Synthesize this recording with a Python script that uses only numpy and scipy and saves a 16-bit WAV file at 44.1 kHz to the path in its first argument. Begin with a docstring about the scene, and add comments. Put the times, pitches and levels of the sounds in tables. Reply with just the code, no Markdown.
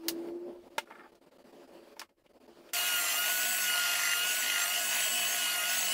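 """A belt sander and its dust extractor run after a hard cut from a quiet workbench, where a low hum fades.
The sander's gear teeth, fan blades and commutator whine in step with one sagging motor speed; its belt roars,
hisses and rasps (shaped noise). The extractor whistles steadily. Before the cut small wooden parts click, knock
and scrape (ringing modes and bursts of noise) and the faint room sound stutters. Both channels are the same."""
import sys
import numpy as np
from scipy import signal
from scipy.fft import rfft, irfft
from scipy.io import wavfile
from scipy.ndimage import uniform_filter1d

SR = 44100
rng = np.random.default_rng(int(sys.argv[2]) if len(sys.argv) > 2 else 0)


def to_wav(s):
    """Save 16-bit WAV."""
    ch = np.atleast_2d(s).T  # columns
    pcm = np.round(np.clip(ch, -1, 1) * 32767)  # PCM
    wavfile.write(sys.argv[1], SR, pcm.astype(np.int16))


N = 261513  # length in samples
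TIME = np.arange(N) / SR  # seconds

CUT_S = 2.733  # the sander scene begins
SHAFT = .4411  # shaft turns per gear tooth
TEETH = 28  # teeth per turn of the belt roller

# The sander's changing speed and loudness: t/s, tooth rate/Hz, tooth tone rms level/dB, top treble level/dB
MOTOR_COURSE = [(2.73, 1406, -47, -36), (2.88, 1450, -41, -40), (2.98, 1416, -37, -37),
                (3.04, 1391, -43, -41), (3.13, 1391, -51, -36), (3.2, 1433, -38.5, -35),
                (3.3, 1462, -38, -35.5), (3.46, 1476, -39.5, -36.5), (3.6, 1478, -41.5, -37),
                (3.69, 1445, -37, -39), (3.8, 1423, -35.5, -46), (4.0, 1410, -41, -45),
                (4.17, 1409, -38, -44), (4.26, 1453, -39.5, -41), (4.4, 1478, -40, -43),
                (4.5, 1434, -43, -47), (4.62, 1401, -37, -44), (4.7, 1434, -46.5, -41),
                (4.86, 1476, -43.5, -43), (4.97, 1469, -44, -46), (5.22, 1488, -50.5, -43),
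                (5.38, 1461, -44, -48), (5.62, 1420, -42, -46), (5.72, 1468, -40.5, -40),
                (5.85, 1479, -48, -48), (5.93, 1480, -49, -48)]


def speed():
    """Tooth rate in Hz; the rotor's inertia rounds off every change of speed."""
    inertia_s = .05
    return uniform_filter1d(curves(MOTOR_COURSE)[0], size=round(inertia_s * SR))


def motor():
    """Tooth, blade and commutator tones, all tied to one sagging speed; high minor tones smear more."""
    # The housing favours each whine at certain speeds: tooth rate/Hz, then rms level/dB of
    # twice the tooth tone, shaft order 10, the fan blades and the commutator bars
    whine_levels = [(1409, -43.5, -44, -40, -50), (1413, -38.5, -55, -64, -47),
                    (1445, -38.5, -58, -57, -57), (1446, -40.5, -45, -50.5, -54),
                    (1476, -50, -44, -41.5, -43), (1479, -38.5, -52, -44, -40)]
    # Companions of the tooth tone: multiples of its rate [no unit]
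    minor_multiples = [.127, .17, .441, .881, 1.123, 1.322, 1.439, 1.764, 3, 4, 4.855, 5.17, 5.416, 6,
                       10.15]
    # The same companions: rms level at full speed/dB, gain per 1% sag under load/dB
    minor_levels = [(-65.5, -2.1), (-62, -4), (-60.5, -1.24), (-59.5, 2), (-50.5, -0.57), (-55, 0.7),
                    (-55.5, 1.54), (-46, -1.5), (-50.5, 0.47), (-55, 1), (-63, 0.5), (-44.5, -2), (-61, 1),
                    (-54.5, -2), (-51, -1.5)]
    free_hz = 1485  # tooth rate without load
    near_tenth = 4.428  # near the tenth shaft order, as a multiple of the tooth rate
    waver_db, waver_per_s = 2.5, 9  # these four whines waver by chance

    hz, tooth_db = speed(), curves(MOTOR_COURSE)[1]
    shaft_hz = SHAFT * hz
    sag_percent = 100 * (1 - hz / free_hz)
    blade_hz, bar_hz = 12 * shaft_hz, 24 * shaft_hz
    speeds, *levels = np.transpose(whine_levels)
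    second_db, tenth_db, blade_db, bar_db = [
        np.interp(hz, speeds, db) + waver_db * wander(waver_per_s) for db in levels]

    out = gain_of(tooth_db) * tone(hz, 0.055, 38)
    out += gain_of(second_db) * tone(2 * hz, 0.059, 50)
    out += gain_of(tenth_db) * tone(near_tenth * hz, .2, 60)
    out += gain_of(blade_db) * tone(blade_hz, 0.3, 70)
    out += gain_of(bar_db) * tone(bar_hz, .7, 220)
    for multiple, (db, slope_db) in zip(minor_multiples, minor_levels):
        out += gain_of(db + slope_db * sag_percent) * tone(multiple * hz, 0.67, 14 + 24 * multiple)
    return out


def belt():
    """Broad roar and hiss; the rasp near 2 kHz and part of the roar puff at every turn of the roller."""
    # Wood bites into the belt and the rasp swells: start t/s, length/s, rasp level before wavering/dB
    bites = [(2.75, 0.34, -45.5), (3.585, 0.304, -42), (3.9, .25, -38.5), (4.381, .28, -41),
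             (4.909, .14, -40.5), (5.225, 0.095, -45), (5.499, 0.063, -43.5), (5.68, 0.095, -43.5)]
    # Colour of the roar and hiss: f/Hz, relative level/dB per Hz
    roar_colour = [(12, -65), (20, -24), (126, -23), (171, -28.5), (395, -16.5), (508, -17.5), (691, -6.5),
                   (863, -6.5), (1350, -9), (1690, -11.5), (2790, 2.5), (3890, -6.5), (11600, -5),
                   (12600, -6), (15700, -6)]
    # Housing resonances: f/Hz, width/Hz, rms level at a 7 dB swell/dB, share of the rasp's swells followed
    housing = [(254.3, 16, -68.5, -0.27), (314, 31, -69, -0.29), (459, 25, -67.5, -0.56),
               (637.5, 47, -59, -0.5), (703.6, 27, -52, -0.36), (1080, 54, -55, -0.0019),
               (1640, 47, -65, 0.7), (2546, 47, -46, 0.5), (2766, 85, -51.5, -0.29), (4607, 100, -48, 0.52),
               (6010, 410, -47.5, 1), (7090, 190, -51, -0.22), (10060, 370, -45.5, 1),
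               (11200, 570, -58.5, -0.22)]
    bite_edge_s = 0.026
    idle_rasp_db, body_db, hiss_db = -47.5, -38.5, -41.5
    body_share, hiss_share = 0.09, -0.24  # share of the rasp's swells that the roar and the hiss follow
    surge_db, surges_per_s = 0.9, 14  # the roar surges as the grit catches

    hz, top_db = speed(), curves(MOTOR_COURSE)[2]
    swell_db = np.zeros(N)
    for start, length, db in bites:
        nearest_edge = np.minimum(TIME - start, start + length - TIME)
        swell_db += (db - idle_rasp_db) * np.clip(nearest_edge / bite_edge_s + .5, 0, 1)

    turns = np.cumsum(hz) / SR / TEETH
    puffs = np.exp(-(turns % 1) / .1)
    # The roller knocks once a turn, unevenly
    taps = np.diff(np.floor(turns), prepend=0) * gain_of(4.7 * rng.standard_normal(N))
    drive = (0.53 + puffs) * rng.standard_normal(N) + 8 * taps
    rasp = gain_of(idle_rasp_db + swell_db + 1.14 * wander(12)) * resonate(drive, 1952, 410)

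    body, air = split(noise(roar_colour, 3100, 7000, 2.3), 7800)
    shaft_turns = SHAFT * TEETH * turns
    hiss, top = split(air * (1 + .25 * np.cos(2 * np.pi * shaft_turns)), 11900)  # beats with the shaft
    roar_db = body_db + body_share * swell_db + surge_db * wander(surges_per_s)

    out = rasp + gain_of(roar_db) * body * (0.72 + 0.87 * puffs)
    for f, width, db, share in housing:
        out += gain_of(db + share * (swell_db - 7)) * resonate(rng.standard_normal(N), f, width)
    out += gain_of(hiss_db + hiss_share * swell_db) * evened(hiss)
    return out + gain_of(top_db) * evened(top)


def extractor():
    """Constant-speed whistles of the dust extractor."""
    # Steady tones: f/Hz, rms level/dB
    whistles = [(188, -71.5), (401, -68), (1702, -54), (11918, -45.5)]
    return sum(gain_of(db) * tone(hz, .08, 20) for hz, db in whistles)


def knocks():
    """Each knock rings the wood's modes and sends a crack of noise that dies away on the bench."""
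    # The blows: t/s, approximate peak level/dB, crack minus ring/dB, treble tilt/dB per octave,
    # where the ring is strongest f/Hz, its fall-off/dB per octave
    blows = [(.035, -46, -12, -6, 900, 8), (.083, -11, 12.5, 1.5, 4640, 6.5), (.285, -44.5, -11, 3, 800, 1),
             (.781, -14, -0.5, -6.5, 2780, 0), (.873, -49, -14, -9, 1500, 12), (.904, -37, -8, -12, 900, 7),
             (0.92, -43, -14, -12, 1900, 18), (0.953, -41, -9, -12, 1600, 21),
             (0.994, -45, -14, -12, 1750, 13), (1.005, -45, -18, -12, 1500, 22),
             (1.063, -49, -14, -8, 850, 15), (1.152, -53, 6, -3, 5400, 22), (1.966, -44, -15, -7, 890, 9),
             (1.994, -26, 19, -6, 5200, 6), (2.015, -27.5, 6, -9, 1100, 2), (2.092, -54, -1, -8, 600, 5),
             (2.263, -53.5, 0, -7, 2910, 19), (2.69, -43, 2, -8, 3000, 3)]
    # Ringing modes of the wood: f before a small chance shift/Hz, relative level/dB, time to fall 60 dB/s
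    wood_modes = [(584, -3.5, .04), (880, 1, 0.041), (1388, -1, 0.042), (1720, -2.5, 0.034),
                  (2120, -8, 0.064), (2300, 1.5, 0.014), (2815, -7.5, 0.044), (2895, -6.5, 0.044),
                  (3200, -15, 0.075), (3290, -16, 0.05), (3445, -16, 0.044), (3640, -9.5, 0.019),
                  (4520, -15.5, 0.026), (5480, -12.5, 0.015)]
    crack_t60_s = 0.085  # the crack's slow part falls 60 dB in this time
    crack_peak_db, crack_peak_octaves = 7.5, .4  # the crack is strongest where the ring is

    out, t, hz = np.zeros(N), np.arange(8192) / SR, np.fft.rfftfreq(8192, 1 / SR)
    for start, peak_db, crack_db, tilt_db, spot_hz, fall_db in blows:
        ring = np.zeros(len(t))
        for f, db, fade in wood_modes:
            shift, phase = rng.random(2)
            mode_db = db - fall_db * abs(np.log2(f / spot_hz)) - 60 * t / fade
            ring += gain_of(mode_db) * np.sin(2 * np.pi * (f * (.99 + 0.03 * shift) * t + 0.26 * phase))
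        ring = ring * np.clip(t / .0008, 0, 1)  # the blow takes a moment
        # Near reflections off the bench break up the ring
        reflections = rng.standard_normal(600) * (rng.random(600) < .03) * .22 * np.exp(-t[:600] / .007)
        ring = np.convolve(ring, np.append(1, reflections))[:len(t)]

        peak = np.exp(-(np.log2(hz / spot_hz + 1e-9) / crack_peak_octaves) ** 2)
        colour = gain_of(tilt_db * np.log2(hz / 3000 + 0.51) + crack_peak_db * peak)
        colour = colour * hz ** 2 / (hz ** 2 + 800 ** 2)  # less bass
        crack = evened(irfft(rfft(rng.standard_normal(8192)) * colour))
        decay = gain_of(-60 * t / crack_t60_s) + 0.75 * np.exp(-t / 0.0036)
        crack = crack * decay / 4 * np.clip(t / 0.00072, 0, 1) ** 2

        mix = (ring / abs(ring).max() + gain_of(crack_db) * crack) / (1 + gain_of(crack_db))
        part = out[round(start * SR):][:len(t)]
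        part += gain_of(peak_db) * mix
    return out


def scrape():
    """Wood dragged over the bench: uneven small slips ring the dragged piece."""
    # Loudness of the drag: t/s, rms level/dB
    drag_levels = [(0.85, -85), (0.876, -59), (0.894, -79), (0.908, -43.5), (0.932, -57), (1.064, -58.5),
                   (1.11, -89)]
    # Modes of the piece: f/Hz, width before the hand damps it/Hz, level before weighting by width/dB
    piece_modes = [(910, 56, 4), (1240, 98, 4), (1555, 35, 0.5), (1690, 94, 0), (2060, 79, -7),
                   (2340, 38, -18)]
    strengths = gain_of(3.5 * np.minimum(rng.exponential(1, N), 3))
    slips = rng.standard_normal(N) * (.15 + (rng.random(N) < 900 / SR) * strengths)  # about 900 a second
    ring = np.zeros(N)
    for f, width, db in piece_modes:
        ring += gain_of(db) * np.sqrt(width) * resonate(slips, f, 4 * width)  # the hand damps the ring
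    inside = (TIME > drag_levels[0][0]) & (TIME < drag_levels[-1][0])
    return gain_of(curves(drag_levels)[0]) * inside * ring / np.std(ring[inside])


def hum():
    """A low hum swells, climbs a little in pitch, sags and fades."""
    start_hz, end_hz, glide_s = 329, 352, .5  # the pitch climbs, then holds
    start_db, peak_db, peak_s, sag_db_per_s = -49, -38, 0.15, 11.5
    release_s, fade_db_per_s = 0.46, 67  # the fade adds to the sag
    hz = start_hz + (end_hz - start_hz) * np.minimum(TIME / glide_s, 1)
    db = start_db + (peak_db - start_db) * np.minimum(TIME / peak_s, 1)
    db = db - sag_db_per_s * np.maximum(TIME - peak_s, 0)
    db = db - fade_db_per_s * np.maximum(TIME - release_s, 0)
    return gain_of(db) * tone(hz, 0.047, 70)


def bench():
    """The hum, room murmur and rustle (shaped noise), with short dips."""
    # Loudness before the lumps and dips: t/s, murmur level/dB, rustle level/dB
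    room_levels = [(0, -61, -70.5), (.06, -46, -60), (.18, -49.5, -63), (.48, -49.5, -72),
                   (.62, -57.5, -70.5), (.95, -60, -68.5), (1.2, -60, -73), (1.42, -57.5, -68.5),
                   (1.65, -54.5, -67), (2.05, -59.5, -66.5), (2.07, -71, -87), (2.24, -75, -79),
                   (2.265, -57.5, -71), (2.36, -63.5, -73.5), (2.46, -60, -71), (2.73, -57.5, -63.5)]
    # Colour of the murmur: f/Hz, relative level/dB per Hz
    murmur_colour = [(12, -58), (20, -18), (33, -31.5), (117, -18.5), (260, -7), (306, -18.5), (347, -3),
                     (387, -13.5), (555, -5), (990, -20), (1500, -37), (1950, -59), (3300, -120)]
    # Room resonances in the murmur: f/Hz, width/Hz, relative level/dB
    room_modes = [(260.3, 46, -9), (344, 14, -7), (424, 31, -9), (574.3, 29, -10), (869, 36, -21)]
    # Colour of the rustle: f/Hz, relative level/dB per Hz
    rustle_colour = [(590, -32), (1000, 0.5), (2430, -5.5), (2950, -5.5), (3720, -9.5), (4680, -7),
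                     (5900, -15), (15700, -18.5)]
    # The sound dips briefly: t/s, depth/dB, half length/s
    dips = [(0.699, 12, 0.0071), (0.853, 11, 0.0054), (1.116, 14, 0.006), (1.144, 13, 0.0027),
            (1.206, 22, 0.011), (1.26, 8, 0.0058), (1.308, 18, 0.01), (1.381, 31, 0.0032),
            (1.438, 18, 0.0055), (1.522, 10, .007), (1.671, 7.5, 0.0091), (1.956, 11, 0.013),
            (2.083, 18, 0.0075), (2.161, 20, 0.021), (2.235, 23, 0.0047), (2.286, 23, 0.0089),
            (2.331, 19, .005), (2.397, 21, .008), (2.475, 18, 0.0041), (2.724, 14, 0.0095)]
    lump_db, lumps_per_s = 2, 25  # the murmur comes in lumps
    dip_return = 0.55  # the sound comes back in this share of the half length

    murmur_db, rustle_db = curves(room_levels)
    murmur = gain_of(-4.0) * noise(murmur_colour, 400, 1000, 2.5)
    for f, width, db in room_modes:
        murmur += gain_of(db) * resonate(rng.standard_normal(N), f, width)
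    lumps_db = lump_db * wander(lumps_per_s)
    room = gain_of(murmur_db + lumps_db) * murmur
    room += gain_of(rustle_db + 0.63 * lumps_db) * noise(rustle_colour, 1300, 6000, 1.8)

    dip_db = np.zeros(N)
    for middle, depth_db, half in dips:
        side = half * np.where(TIME > middle, dip_return, 2 - dip_return)
        dip_db += depth_db * np.exp(-((TIME - middle) / side) ** 2)
    return (hum() + room) / gain_of(dip_db)


def rumble():
    """Faint building rumble: low noise, 6 dB stronger at first, easing off before 0.9 s."""
    # Colour of the rumble: f/Hz, relative level/dB per Hz
    rumble_colour = [(10, -7), (30, 6), (90, 1.5), (150, -6.5), (260, -28)]
    db = -82 + 6 * np.clip((.9 - TIME) / 0.18, 0, 1)
    return gain_of(db) * noise(rumble_colour, 20, 150, 1.5)


def gain_of(db):
    """Decibels to gain."""
    return 10 ** (np.asarray(db) / 20)


def evened(x):
    """Scales to rms 1."""
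    return x / np.sqrt(np.mean(x ** 2) + 1e-20)


def curves(rows):
    """Draws each table column after the time as a line, one value per sample."""
    s, *columns = np.transpose(rows)
    return [np.interp(TIME, s, c) for c in columns]


def wander(per_s):
    """Slow chance movement, up to per_s turns a second, from 16 sines; about rms 1."""
    t = np.arange(0, N + 256, 256) / SR
    rates = np.geomspace(per_s / 8, per_s, num=16)
    slow = sum(np.sin(2 * np.pi * (f * t + rng.random())) / np.sqrt(f) for f in rates)
    return np.interp(TIME, t, evened(slow))


def noise(points, lo_hz, hi_hz, patchy_db):
    """Noise of a given spectrum with drifting patches; rms 1 between lo and hi."""
    hz = np.fft.rfftfreq(1024, 1 / SR)
    a, b, patches = rng.standard_normal((N // 256 + 5, 513, 3)).T
    patches = evened(uniform_filter1d(uniform_filter1d(patches, 12, 0), 12, 1))  # over pitch, then time
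    f, db = np.transpose(points)
    colour_db = np.interp(np.log(hz + 1), np.log(f), db)[:, None]
    z = (a + 1j * b) * gain_of(colour_db + patchy_db * patches)
    band = ((hz > lo_hz) & (hz < hi_hz))[:, None]
    sound, part = signal.istft(np.array([z, z * band]), nperseg=1024, noverlap=768)[1][:, :N]
    return sound / np.std(part)


def resonate(x, hz, width):
    """Shifts the curve hz down to zero, smooths twice, shifts back: a steep resonance, rms 1."""
    turn = np.exp(2j * np.pi * np.cumsum(hz * np.ones(N)) / SR)
    r = np.exp(-np.pi * width / SR)
    smooth = signal.lfilter([1], np.poly([r, r]), x / turn)
    return evened((turn * smooth).real)


def tone(hz, rough, width):
    """A sine along the curve hz, blended with a narrow band of noise around it."""
    clean = np.sqrt(2) * np.sin(2 * np.pi * (np.cumsum(hz * np.ones(N)) / SR + rng.random()))
    rough = np.clip(rough, 0, 1)
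    return np.sqrt(1 - rough) * clean + np.sqrt(rough) * resonate(rng.standard_normal(N), hz, width)


def split(x, hz):
    """The parts below and above hz."""
    low = signal.sosfiltfilt(signal.butter(N=4, Wn=hz, fs=SR, output="sos"), x)
    return low, x - low


def scene():
    """The bench first, then the cut to the sander; a faint rumble lies under both."""
    running = np.clip((TIME - CUT_S) / 0.0013, 0, 1)
    sander = motor() + belt() + extractor()
    workbench = knocks() + scrape() + bench()
    mono = running * sander + (1 - running) * workbench
    mono = split(mono, 140)[1] + rumble()  # the rumble takes the place of the deep bass
    return np.array([mono, mono])


def record(dry):
    """A steep low-pass filter limits the treble."""
    edge_hz = 15740
    low_pass = signal.firwin(1023, edge_hz, window=("kaiser", 9), fs=SR)
    return signal.oaconvolve(dry, low_pass[None], "same")


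dry = scene()
out = record(dry)
to_wav(out)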